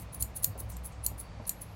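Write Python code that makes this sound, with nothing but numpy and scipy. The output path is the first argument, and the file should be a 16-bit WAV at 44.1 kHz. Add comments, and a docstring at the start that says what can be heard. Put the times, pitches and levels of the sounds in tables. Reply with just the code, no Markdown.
"""Steel grooming scissors trim a dog's leg on a table in a small room. A click's steel tail fades first,
over distant traffic in the room's low resonances. Each stroke then rasps with a thin friction squeak.
Two full closings end in sharp clacks, the impact ringing the steel, among soft bumps from the table.
Lighter strokes and faint ticks follow, then two more clacks; thin notes linger under the last stroke."""
import sys
import numpy as np
from scipy import signal
from scipy.fft import rfft, irfft
from scipy.io import wavfile
from scipy.ndimage import uniform_filter1d

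SR = 44100
rng = np.random.default_rng(int(sys.argv[2]) if len(sys.argv) > 2 else 0)


def transcribe(signal):
    """Save signal, clipped to [-1, 1], as a 16-bit WAV file at the path in sys.argv[1]."""
    frames = np.atleast_2d(signal).T
    limited = np.clip(frames, -1, 1)
    pcm = np.round(limited * 32767).astype(np.int16)
    wavfile.write(sys.argv[1], SR, pcm)


N = 77175
TIME = np.arange(N) / SR


# the fading steel tail of a click at the very start, then blade strokes:
# (peak time [s], rise [s], fall [s], level [dB], relative squeak [dB])
CLICK_TAIL_AND_STROKES = [(0.001, 0.018, 0.05, -40.5, -32), (0.141, 0.021, 0.046, -42, 1),
                          (0.21, 0.017, 0.039, -33.5, 0.5), (0.368, .022, 0.023, -32, -1.5),
                          (0.399, 0.01346, 0.017, -49, -26), (0.436, .018, .034, -30, -4.5),
                          (0.602, 0.027, 0.022, -36, -1.5), (0.705, .026, .04, -45.5, -10),
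                          (0.859, 0.026, 0.035, -38.5, -0.5), (1.048, 0.018, 0.0305, -35, 2),
                          (1.204, 0.03, 0.023, -36.5, 1.5), (1.478, 0.016, .024, -37, 2.5),
                          (1.624, 0.024, .022, -39, 0.5)]
# modes of the blades: (frequency [Hz], bandwidth [Hz], gain [dB])
BLADE_MODES = [(4230, 560, -14.5), (6190, 570, -11), (8270, 1430, -9), (10130, 620, -2), (11420, 194, 0.5),
               (12990, 330, -2), (14500, 400, -1), (15300, 300, -11.5), (15700, 540, -7.5)]

def blade_friction():
    """Stick-slip friction: dense slips excite the blades, and a squeak's pitch follows their speed.
    The same blade modes sound the click's fading tail at the very start."""
    rasp_gain_db, rasp_drop_db, squeak_gain_db, squeak_drop_db = -4, 36, -5, 31
    squeak_hz, sag_hz, waver_hz = 10550, 1700, 310
    slips_per_s = 2200
    rasp_envelope, squeak_envelope, speed = np.zeros((3, N))
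    for peak, rise, fall, db, squeak_db in CLICK_TAIL_AND_STROKES:
        # 0 at the peak, 1 at either end
        away = np.minimum(np.maximum((peak - TIME) / rise, (TIME - peak) / fall), 2)
        rasp_envelope += from_db(db - rasp_drop_db * away ** 1.75) * (away < 2)
        squeak_envelope += from_db(db + squeak_db - squeak_drop_db * away ** 2)
        speed = np.maximum(speed, 1 - away ** 2)
    slips = (rng.random(N) < slips_per_s / SR) * rng.choice([-1, 1], N)
    slip_size = from_db(3.8 * np.minimum(rng.exponential(1, N), 4))
    grip = from_db(3 * drift(170))
    rasp = unit_rms(resonate(slips * slip_size * grip, BLADE_MODES))
    pitch = squeak_hz - sag_hz * (1 - speed) + waver_hz * drift(324)
    squeak = unit_rms(sine(pitch) * from_db(4.5 * drift(167)))
    return (from_db(rasp_gain_db) * rasp_envelope * rasp
            + from_db(squeak_gain_db) * squeak_envelope * squeak)


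# full closings, then light touches of the blades:
# (time [s], level [dB], bass gain [dB], treble gain [dB], rebound delay [s], rebound gain [dB])
CLOSING_CLACKS = [(0.2244, -20.5, 0, 1, .0025, -7), (0.4440, -15.5, -1, 9, .0016, -2),
                  (1.0639, -19, 3, -3, .0009, 0), (1.4936, -21, 3, -2, .0016, -2)]
BLADE_TOUCHES = [(0.1268, -69, 0, 6, 0.0014, -3), (0.3520, -76, 5, 8, .002, -10),
                 (0.5780, -46, -2, 11, 0.000654, -12), (0.768, -40, 6, -3, 0.002, -23),
                 (1.181, -50, -3, 3, .002, -3), (1.454, -49.5, 39, -7, 0.0027, -7)]
# modes of the struck scissors: (frequency [Hz], bandwidth [Hz], level [dB])
SCISSOR_MODES = [(2850, 700, -25), (4100, 350, -18.5), (4450, 300, -15), (5900, 600, -19), (7070, 130, -3),
                 (7750, 400, -9), (8430, 300, -3), (9400, 550, -8), (10600, 550, -12), (11500, 400, -8),
                 (12380, 320, -1), (12850, 260, -1.5), (14170, 300, -5), (14550, 250, -12),
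                 (15450, 300, -17)]

def blade_impacts():
    """Impact excitation: a hit, a rebound and brief chatter ring the modes of the hand-damped steel."""
    bass_edge_hz, treble_edge_hz, mode_spread_db = 6400, 13500, 2
    chatter_s, chatter_db = .0013, 1
    out, t = np.zeros(N), TIME[:SR // 16]
    for start, db, bass_db, treble_db, rebound_s, rebound_db in CLOSING_CLACKS + BLADE_TOUCHES:
        ring = 0
        for hz, width, mode_db in SCISSOR_MODES:
            hits = rng.standard_normal((2, len(t))) * np.exp(-t / chatter_s)
            hits *= from_db(chatter_db) / np.linalg.norm(hits, axis=1, keepdims=True)
            hits[:, 0] += rng.choice([-1, 1], 2)  # an impulse leads each burst of chatter
            force = hits[0] + from_db(rebound_db) * np.roll(hits[1], int(rebound_s * SR))
            colour_db = bass_db * (hz < bass_edge_hz) + treble_db * (hz > treble_edge_hz)
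            colour_db += mode_spread_db * rng.standard_normal()
            ring += from_db(mode_db + colour_db) * unit_rms(resonate(force, [(hz, width, 0)]))
        add(out, start, at_level(ring, db, window=88))
    return signal.sosfilt(signal.butter(2, 1500, "high", fs=SR, output="sos"), out + 1e-18)


# notes of the free blades: (time [s], frequency [Hz], level [dB], 60 dB decay time [s])
BLADE_NOTES = [(0.444, 4540, -60, .6), (1.17, 4560, -62, 1.2), (1.40, 11280, -63, 4.0),
               (1.63, 14400, -70, 2.5)]

def blade_ringing():
    """Free vibration: thin, wavering steel notes outlast the strokes and decay exponentially."""
    waver_hz, flutter_db, rise_s = 50, 2.5, .08
    out = np.zeros(N)
    rise = np.minimum(TIME / rise_s, 1)
    for start, hz, db, t60 in BLADE_NOTES:
        note = sine(hz + waver_hz * drift(100))
        gain = from_db(db + flutter_db * drift(30))
        add(out, start, gain * rise * note * decay(TIME, t60))
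    return out


# soft bumps on the table: (time [s], thud level [dB], knock level [dB])
TABLE_BUMPS = [(0.171, -45, -55), (0.217, -44, -72), (0.476, -33, -53), (0.553, -68, -46),
               (0.607, -56, -48), (1.112, -40, -49.5), (1.396, -60, -43.5)]
# modes of the thud, then of the knock: (frequency [Hz], bandwidth [Hz], gain [dB])
TABLE_LOW_MODES = [(61.6, 18, -2.5), (101.4, 12.3, 9.5), (167, 30, -19.5)]
TABLE_MID_MODES = [(230, 68, 3.5), (490, 92, 8), (720, 316, 0), (1250, 870, -14)]

def table_bumps():
    """Damped resonance: the table answers an impulse with a thud and a short scuff with a dull knock."""
    scuff_s = .017
    out, t = np.zeros(N), TIME[:SR // 3]
    lowpass = signal.butter(2, 300, fs=SR, output="sos")
    for start, thud_db, knock_db in TABLE_BUMPS:
        thud = signal.sosfilt(lowpass, resonate(signal.unit_impulse(len(t)), TABLE_LOW_MODES))
        scuff = rng.standard_normal(len(t)) * np.exp(-t / scuff_s)
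        knock = resonate(scuff, TABLE_MID_MODES)
        add(out, start, at_level(thud, thud_db, window=441) + at_level(knock, knock_db, window=441))
    return out


# faint, duller ticks further off: (time [s], level [dB])
DISTANT_TICKS = [(0.718, -53.5), (0.920, -62)]

def distant_ticks():
    """Diffuse field: far ticks arrive mostly as reverberation, a decaying wash of filtered noise."""
    out, t = np.zeros(N), TIME[:SR // 4]
    for start, db in DISTANT_TICKS:
        wash = rng.standard_normal(len(t)) * decay(t, t60=.23)
        tick = resonate(wash, [(7050, 2600, -2.02), (8840, 390, .17)])
        add(out, start, at_level(tick, db, window=220))
    return out


# spectrum of distant traffic and room air: (frequency [Hz], relative spectral density [dB])
TRAFFIC_SPECTRUM = [(20, -34), (40, 5.5), (55, 5), (80, 6), (130, 0), (168, 3), (240, -7.5), (310, -8.5),
                    (385, -16.5), (470, -9), (800, -10.5), (1100, -12), (1500, -19.5), (2400, -20),
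                    (3200, -26), (4500, -27.5), (7000, -33.5), (10000, -42), (16000, -62.5)]
# swell of two room modes: (time [s], lower mode level [dB], upper mode level [dB])
ROOM_MODE_LEVELS = [(0.0, -66, -48.5), (0.048, -39.5, -46.5), (0.112, -47.5, -62), (0.154, -54, -64),
                    (0.224, -33.5, -47.5), (0.336, -55.5, -65), (0.496, -39.5, -40.5), (0.554, -47, -55),
                    (0.672, -41.5, -39.5), (0.814, -35.5, -70), (0.9, -48.5, -49.5), (0.926, -44, -52),
                    (1.11, -41, -46.5), (1.262, -50.5, -61.5), (1.418, -49, -46.5), (1.53, -67, -68.5),
                    (1.636, -69, -47.5), (1.75, -59, -50.5)]

def traffic():
    """Standing waves: two low room modes swell and fade over the broadband hum of distant traffic."""
    hum_db, wander_hz = -47.5, 2.3
    lower_hz, upper_hz, lower_gain_db = 63.17, 103, -3.5
    hz, db = np.transpose(TRAFFIC_SPECTRUM)
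    colour = from_db(np.interp(np.log(np.fft.rfftfreq(N, 1 / SR) + 1), np.log(hz), db))
    out = from_db(hum_db) * unit_rms(irfft(rfft(rng.standard_normal(N)) * colour, N))
    times, lower_db, upper_db = np.transpose(ROOM_MODE_LEVELS)
    for mode_hz, mode_db in ((lower_hz, lower_db + lower_gain_db), (upper_hz, upper_db)):
        boom = np.sqrt(2) * sine(mode_hz + wander_hz * drift(10.6))
        out += boom * from_db(np.interp(TIME, times, mode_db))
    return out


def room(direct):
    """Reverberation: dense reflections follow the direct sound and die quickly in the small room."""
    delay_s, reflections_db = .004, -11.5
    t = TIME[:SR // 2]
    tail = rng.standard_normal(len(t)) * decay(t, t60=.145) * (t > delay_s)
    reflections = signal.fftconvolve(direct, tail / np.linalg.norm(tail))[:N]
    return direct + from_db(reflections_db) * reflections


def resonate(force, modes):
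    """Modal superposition, signs alternating, of (frequency [Hz], bandwidth [Hz], gain [dB])."""
    out = 0
    for k, (hz, width, db) in enumerate(modes):
        r = np.exp(-np.pi * width / SR)
        feedback = [1, -2 * r * np.cos(2 * np.pi * hz / SR), r * r]
        response = signal.lfilter([1, 0, -1], feedback, force + 1e-18)
        out += (-1) ** k * from_db(db) * (1 - r * r) / 2 * response
    return out


def drift(rate_hz):
    """Random fluctuation: low-passed noise of unit rms."""
    r = np.exp(-2 * np.pi * rate_hz / SR)
    return unit_rms(signal.lfilter([1], [1, -2 * r, r * r], rng.standard_normal(2 * N))[N:])


def sine(hz):
    """Phase is the integral of frequency."""
    return np.sin(2 * np.pi * np.cumsum(hz) / SR)


def decay(t, t60):
    """Exponential damping: 60 dB in t60 seconds."""
    return np.exp(-np.log(1000) * t / t60)


def from_db(db):
    """Decibels to amplitude ratio."""
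    return 10 ** (np.asarray(db) / 20)


def unit_rms(x):
    """Normalisation to unit power."""
    return x / np.sqrt(np.mean(x ** 2) + 1e-20)


def at_level(x, db, window):
    """Short-time rms: the loudest `window` samples are brought to the given level."""
    return x * from_db(db) / np.sqrt(uniform_filter1d(x * x, window).max() + 1e-20)


def add(out, start_s, x):
    """Superposition of x from start_s on."""
    i = int(start_s * SR)
    out[i:i + len(x)] += x[:N - i]


def scene():
    """Superposition: scissors and table sound in the room, over far ticks and traffic."""
    direct = blade_friction() + blade_impacts() + blade_ringing() + table_bumps()
    return (room(direct) + distant_ticks() + traffic())[None]


def record(dry):
    """Band limiting: a steep low-pass removes the highest treble."""
    cutoff_hz = 15900
    return signal.sosfilt(signal.ellip(10, .2, 70, cutoff_hz, fs=SR, output="sos"), dry)


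dry = scene()
out = record(dry)
transcribe(out)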